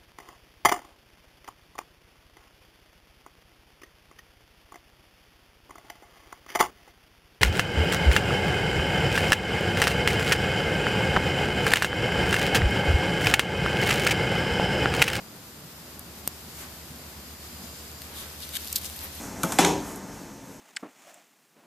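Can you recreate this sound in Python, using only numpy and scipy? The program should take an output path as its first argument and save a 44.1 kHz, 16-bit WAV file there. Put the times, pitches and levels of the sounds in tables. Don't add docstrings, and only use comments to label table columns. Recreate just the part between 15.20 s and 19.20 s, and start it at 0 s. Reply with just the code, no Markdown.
import sys
import numpy as np
from scipy import signal
from scipy.fft import rfft, irfft, next_fast_len
from scipy.io import wavfile
from scipy.ndimage import map_coordinates

SR = 44100
rng = np.random.default_rng(int(sys.argv[2]) if len(sys.argv) > 2 else 0)


def generate_wav(signal):
    frames = np.transpose(np.atleast_2d(signal))
    scaled = np.clip(frames, -1, 1) * 32767
    pcm = np.round(scaled).astype(np.int16)
    wavfile.write(sys.argv[1], SR, pcm)


N = 176400
TIME = np.arange(N) / SR
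TOP_HZ = 14300
PAN = np.array([[.5], [-.5]])


def amp(db):
    return 10 ** (np.asarray(db) / 20)


def unit(x):
    return x / np.sqrt(np.mean(x ** 2) + 1e-20)


def bell(x):
    return np.exp(-.5 * x ** 2)


def along(points, hz):
    f, values = np.transpose(points)
    return np.interp(np.log(hz + 1), np.log(f + 1), values)


def curves(rows):
    times, *columns = np.transpose(rows)
    return [np.interp(TIME, times, column) for column in columns]


def wobble(rate):
    return map_coordinates(rng.standard_normal(int(N * rate / SR) + 4), [TIME * rate])


def filtered(x, gain):
    n = x.shape[-1]
    m = 2 * next_fast_len(n)
    cepstrum = irfft(np.log(np.maximum(gain(np.fft.rfftfreq(m, 1 / SR)), 1e-6)))
    cepstrum[1:m // 2] *= 2
    cepstrum[m // 2 + 1:] = 0
    return irfft(rfft(x, m) * np.exp(rfft(cepstrum)), m)[..., :n]


def noise(colour, correlation):
    hz = np.fft.rfftfreq(N, 1 / SR)
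    angle = np.arccos(along(correlation, hz)) / 2
    spectrum = rfft(rng.standard_normal((2, N))) * amp(along(colour, hz))
    mid, side = irfft(spectrum * [np.cos(angle), np.sin(angle)], N)
    return unit(np.array([mid + side, mid - side]))


def snaps(times, spread_db, t60):
    sizes = amp(spread_db * np.clip(rng.standard_normal(len(times)), -2, 2))
    signs = rng.choice([-1, 1], len(times))
    train = np.bincount(np.clip(times * SR, 0, N).astype(int), sizes * signs, N + 1)[:N]
    t = np.arange(SR // 100) / SR
    snap = 0.22 * rng.standard_normal((2, len(t))) * amp(-60 * t / t60)
    snap[:, 0] = 1
    return unit(signal.fftconvolve(train[None], snap, axes=1)[:, :N])


def flattened(burst):
    n = burst.shape[-1]
    spectrum = rfft(burst, 2 * n)
    return unit(irfft(spectrum / np.abs(spectrum) ** .7)[..., :n])


def top_rolloff(hz):
    return 1 / np.sqrt(1 + (hz / TOP_HZ) ** 40)


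def stalk(x, colour, low_hz, tilt, peak_hz, peak_db, width_oct):
    def gain(hz):
        slope_db = tilt * np.log2(1 + hz / 1000)
        resonance_db = peak_db * bell(np.log2((hz + 1) / peak_hz) / width_oct)
        high_pass = 1 / np.sqrt(1 + (low_hz / (hz + 1)) ** 10)
        return amp(along(colour, hz) + slope_db + resonance_db) * high_pass * top_rolloff(hz)
    return unit(filtered(x, gain))


# t/s, f/Hz, beat rate/Hz, level/dB
DRONE = [(0, 70.2, 8.47, -73), (1, 70.08, 8.9, -57), (2.2, 70.47, 7.8, -52.5), (3.4, 71.97, 9.1, -52),
         (4, 72.5, 12.3, -51)]
# multiple of f, relative level/dB
DRONE_OVERTONES = [(2, -9.5), (3, -13.5), (3.5, -15)]

def drone():
    hz, beat_hz, db = curves(DRONE)
    phase, beat = 2 * np.pi * np.cumsum([hz, beat_hz], axis=1) / SR
    tones = np.sin(phase) + amp(-1.5) * np.sin(phase + beat)
    for multiple, level in DRONE_OVERTONES:
        tones += amp(level + 3 * wobble(4)) * np.sin(multiple * phase + wobble(6))
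    return amp(db) * np.sqrt(2) * tones


# t/s, level/dB
WIND = [(0, -48), (2.4, -47.5), (3.2, -49)]
# f/Hz, level/dB
WIND_COLOUR = [(25, -42), (58, -5.5), (95, -6.5), (150, -2.5), (320, -6.5), (420, -10), (1400, -14),
               (2400, -19.5), (14000, -44.5)]
# f/Hz, left-right correlation
WIND_CORRELATION = [(120, .98), (600, 0.86), (2000, 0.23)]
# t/s, level/dB
GUSTS = [(.43, -48.5), (.67, -52), (.9, -49.5), (1.048, -52), (1.28, -51.5), (1.72, -48.5), (2.44, -48)]

def wind():
    breeze = amp(curves(WIND)[0] + 0.61 * wobble(6.77)) * noise(WIND_COLOUR, WIND_CORRELATION)
    gust_hz, width_oct, swell_s = 176, 0.55, 0.044
    gust = unit(filtered(rng.standard_normal(N), lambda f: bell(np.log2((f + 1) / gust_hz) / width_oct)))
    swells = sum(amp(db) * bell((TIME - at) / swell_s) for at, db in GUSTS)
    return breeze + gust * swells


# t/s, level/dB
FLAME = [(1.1, -75), (1.45, -51), (1.7, -63), (2.8, -57.5), (3, -49), (3.7, -58), (3.87, -45), (4, -54)]
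# f/Hz, level/dB
FLAME_COLOUR = [(200, 0), (700, 0), (2000, -0.5), (12000, -22)]
# f/Hz, left-right correlation
FIRE_CORRELATION = [(500, 1), (2000, 0.05), (4500, 0.12)]

def flame():
    return amp(curves(FLAME)[0] + 3.5 * wobble(12)) * noise(FLAME_COLOUR, FIRE_CORRELATION)


# t/s, level/dB
HISS = [(0, -46), (1.1, -44.5), (1.2, -43.5), (2.1, -43.5), (2.3, -42), (3.1, -42), (3.45, -38), (4, -40)]
# f/Hz, level/dB
HISS_COLOUR = [(600, -13), (2200, -3.5), (4200, -0.5), (8300, -4), (10500, -4), (14000, .5)]

def hiss():
    return amp(curves(HISS)[0] + 0.77 * wobble(25.37)) * noise(HISS_COLOUR, FIRE_CORRELATION)


# t/s, level/dB
WHISTLE = [(.25, -58.5), (1, -57.5), (1.2, -54.5), (1.5, -57.5), (2.05, -57), (2.45, -51), (3.2, -58)]
# f/Hz, half-width/Hz, relative level/dB
WHISTLE_BANDS = [(4880, 250, 1), (7250, 470, 0.5)]

def whistle():
    drift_hz = 80.2 * wobble(5)
    shift = np.exp(2j * np.pi * np.cumsum(drift_hz) / SR)
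    out = np.zeros((2, N))
    for hz, width, db in WHISTLE_BANDS:
        breath = filtered(noise(HISS_COLOUR, FIRE_CORRELATION), lambda f: 1 / (1 + ((f - hz) / width) ** 2))
        out += amp(db) * unit(np.real(signal.hilbert(breath) * shift))
    return amp(curves(WHISTLE)[0] + wobble(12.26)) * unit(out)


# peak t/s, rise/s, fall/s, level/dB, whistle f/Hz, low edge f/Hz, tilt/(dB/octave), sputter share
JETS = [(1.41, 0.053, 0.029, -43.5, 7150, 497, 1, 0), (2.985, 0.025, 0.045, -39.5, 3400, 2900, 1, 0),
        (3.236, 0.02, 0.011, -38.5, 4400, 2900, -1.5, 0.5),
        (3.368, 0.022, 0.0053, -29.5, 3670, 600, 0.5, .85), (3.656, 0.012, .014, -35, 5840, 2630, 0.5, 0.6),
        (3.775, 0.0098, .004, -41, 13000, 3500, 7, .7), (3.84, .012, 0.014, -37, 12000, 9500, 5, 0.5)]
# f/Hz, level/dB
STRAW_COLOUR = [(300, 10), (900, -5.5), (2000, 2), (3300, 3.5), (7300, -1), (9300, 2.5), (11200, 1.5),
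                (13500, 4)]

def jets():
    sputter_per_s = 400
    slots = np.arange(int(sputter_per_s * N / SR))
    smooth = noise([(100, 0), (10000, 0)], FIRE_CORRELATION)
    times = (slots + .35 * rng.standard_normal(len(slots))) / sputter_per_s
    sputter = snaps(times, spread_db=2.5, t60=.008)
    out = np.zeros((2, N))
    for at, rise, fall, db, hz, low_hz, tilt, share in JETS:
        span = (TIME > at - 3 * rise) & (TIME < at + 3 * fall)
        flow = np.sqrt(1 - share) * smooth[:, span] + np.sqrt(share) * unit(sputter[:, span])
        flow = stalk(flow, STRAW_COLOUR, low_hz, tilt, hz, peak_db=6, width_oct=0.24)
        age = TIME[span] - at
        out[:, span] += amp(db) * flow * bell(age / np.where(age < 0, rise, fall))
    return out


# t/s, level/dB
CRACKLE = [(0, -62.5), (2.5, -61), (3.1, -56), (3.5, -44), (4, -55)]

def crackle():
    ticks_per_s, tilt_db_per_oct = 130, 3
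    times = rng.uniform(0, N / SR, int(ticks_per_s * N / SR))
    ticks = filtered(snaps(times, spread_db=4, t60=0.0036),
                     lambda f: amp(along(STRAW_COLOUR, f) + tilt_db_per_oct * np.log2(f + 1)) * top_rolloff(f))
    return amp(curves(CRACKLE)[0]) * unit(ticks)


# t/s, level over 1 ms/dB, low edge f/Hz, tilt/(dB/octave), ring f/Hz, t60/s, left minus right/dB
POPS = [(1.0762, -14, 40, 1, 7850, 0.0077, 2.5), (3.5274, -20.5, 5100, -8, 8500, .01, -2),
        (3.529, -24, 2290, -4.5, 7800, 0.016, -1), (3.5588, -14.5, 3500, -1, 4484, 0.0064, 1),
        (3.5613, -17.5, 3570, -6, 7500, 0.022, -11), (3.5655, -21, 3020, -2, 4530, .012, 8),
        (3.5693, -23.5, 3060, -7, 12500, 0.016, -1), (3.5812, -26, 2600, 0.5, 4300, 0.049, -1)]
# t/s, level over 1 ms/dB, low edge f/Hz
FIBRE_TICKS = [(.7942, -29.5, 7000), (2.819, -31, 1200), (3.2045, -34, 2430), (3.2914, -33, 1790),
               (3.4465, -32, 3500), (3.474, -29.5, 2610), (3.4828, -31, 3500), (3.495, -39, 3500),
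               (3.501, -35, 3000), (3.631, -38, 3500), (3.737, -48, 5045), (3.7908, -31, 3500),
               (3.8133, -37, 2800)]
# f/Hz, level/dB
POP_COLOUR = [(150, 5.5), (700, 2), (1800, -3), (4500, -0.5), (6200, -2.5), (7600, -1), (11200, 0),
              (13300, 9.5)]

def pops():
    snap_share, push_s, scatter_t60 = 0.11, 0.00048, .025
    fibre_tilt, fibre_hz, fibre_t60 = -2.5, 4530, 0.0055
    fibres = [(at, db, low_hz, fibre_tilt, fibre_hz, fibre_t60, 0) for at, db, low_hz in FIBRE_TICKS]
    out, t = np.zeros((2, N + SR)), np.arange(SR // 20) / SR
    snap = unit(1. * (t == 0))
    push = amp(-17.5) * unit((1 - t / push_s) * np.exp(-t / push_s))
    for at, db, low_hz, tilt, hz, t60, pan_db in POPS + fibres:
        ring = unit(rng.standard_normal(len(t)) * amp(-60 * t / t60))
        scatter = amp(-18) * unit(rng.standard_normal((2, len(t))) * amp(-60 * t / scatter_t60))
        crack = flattened(np.sqrt(1 - snap_share) * ring - np.sqrt(snap_share) * snap)
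        burst = stalk(crack + scatter - push, POP_COLOUR, low_hz, tilt, hz, peak_db=7, width_oct=0.19)
        burst *= np.sqrt(SR / 1000 / len(t))
        start = round(at * SR)
        out[:, start:start + len(t)] += burst * amp(db + pan_db * PAN)
    return out[:, :N]


def scene():
    return drone() + wind() + flame() + hiss() + whistle() + jets() + crackle() + pops()


# f/Hz, left minus right/dB
STEREO_BALANCE = [(600, -0.46), (2500, 0.9), (8000, 2), (13000, 0)]

def record(dry):
    m = next_fast_len(N + SR // 2)
    hz = np.fft.rfftfreq(m, 1 / SR)
    balance = amp(PAN * along(STEREO_BALANCE, hz))
    return irfft(rfft(dry, m) * balance * (hz < TOP_HZ), m)[:, :N]


dry = scene()
out = record(dry)
generate_wav(out)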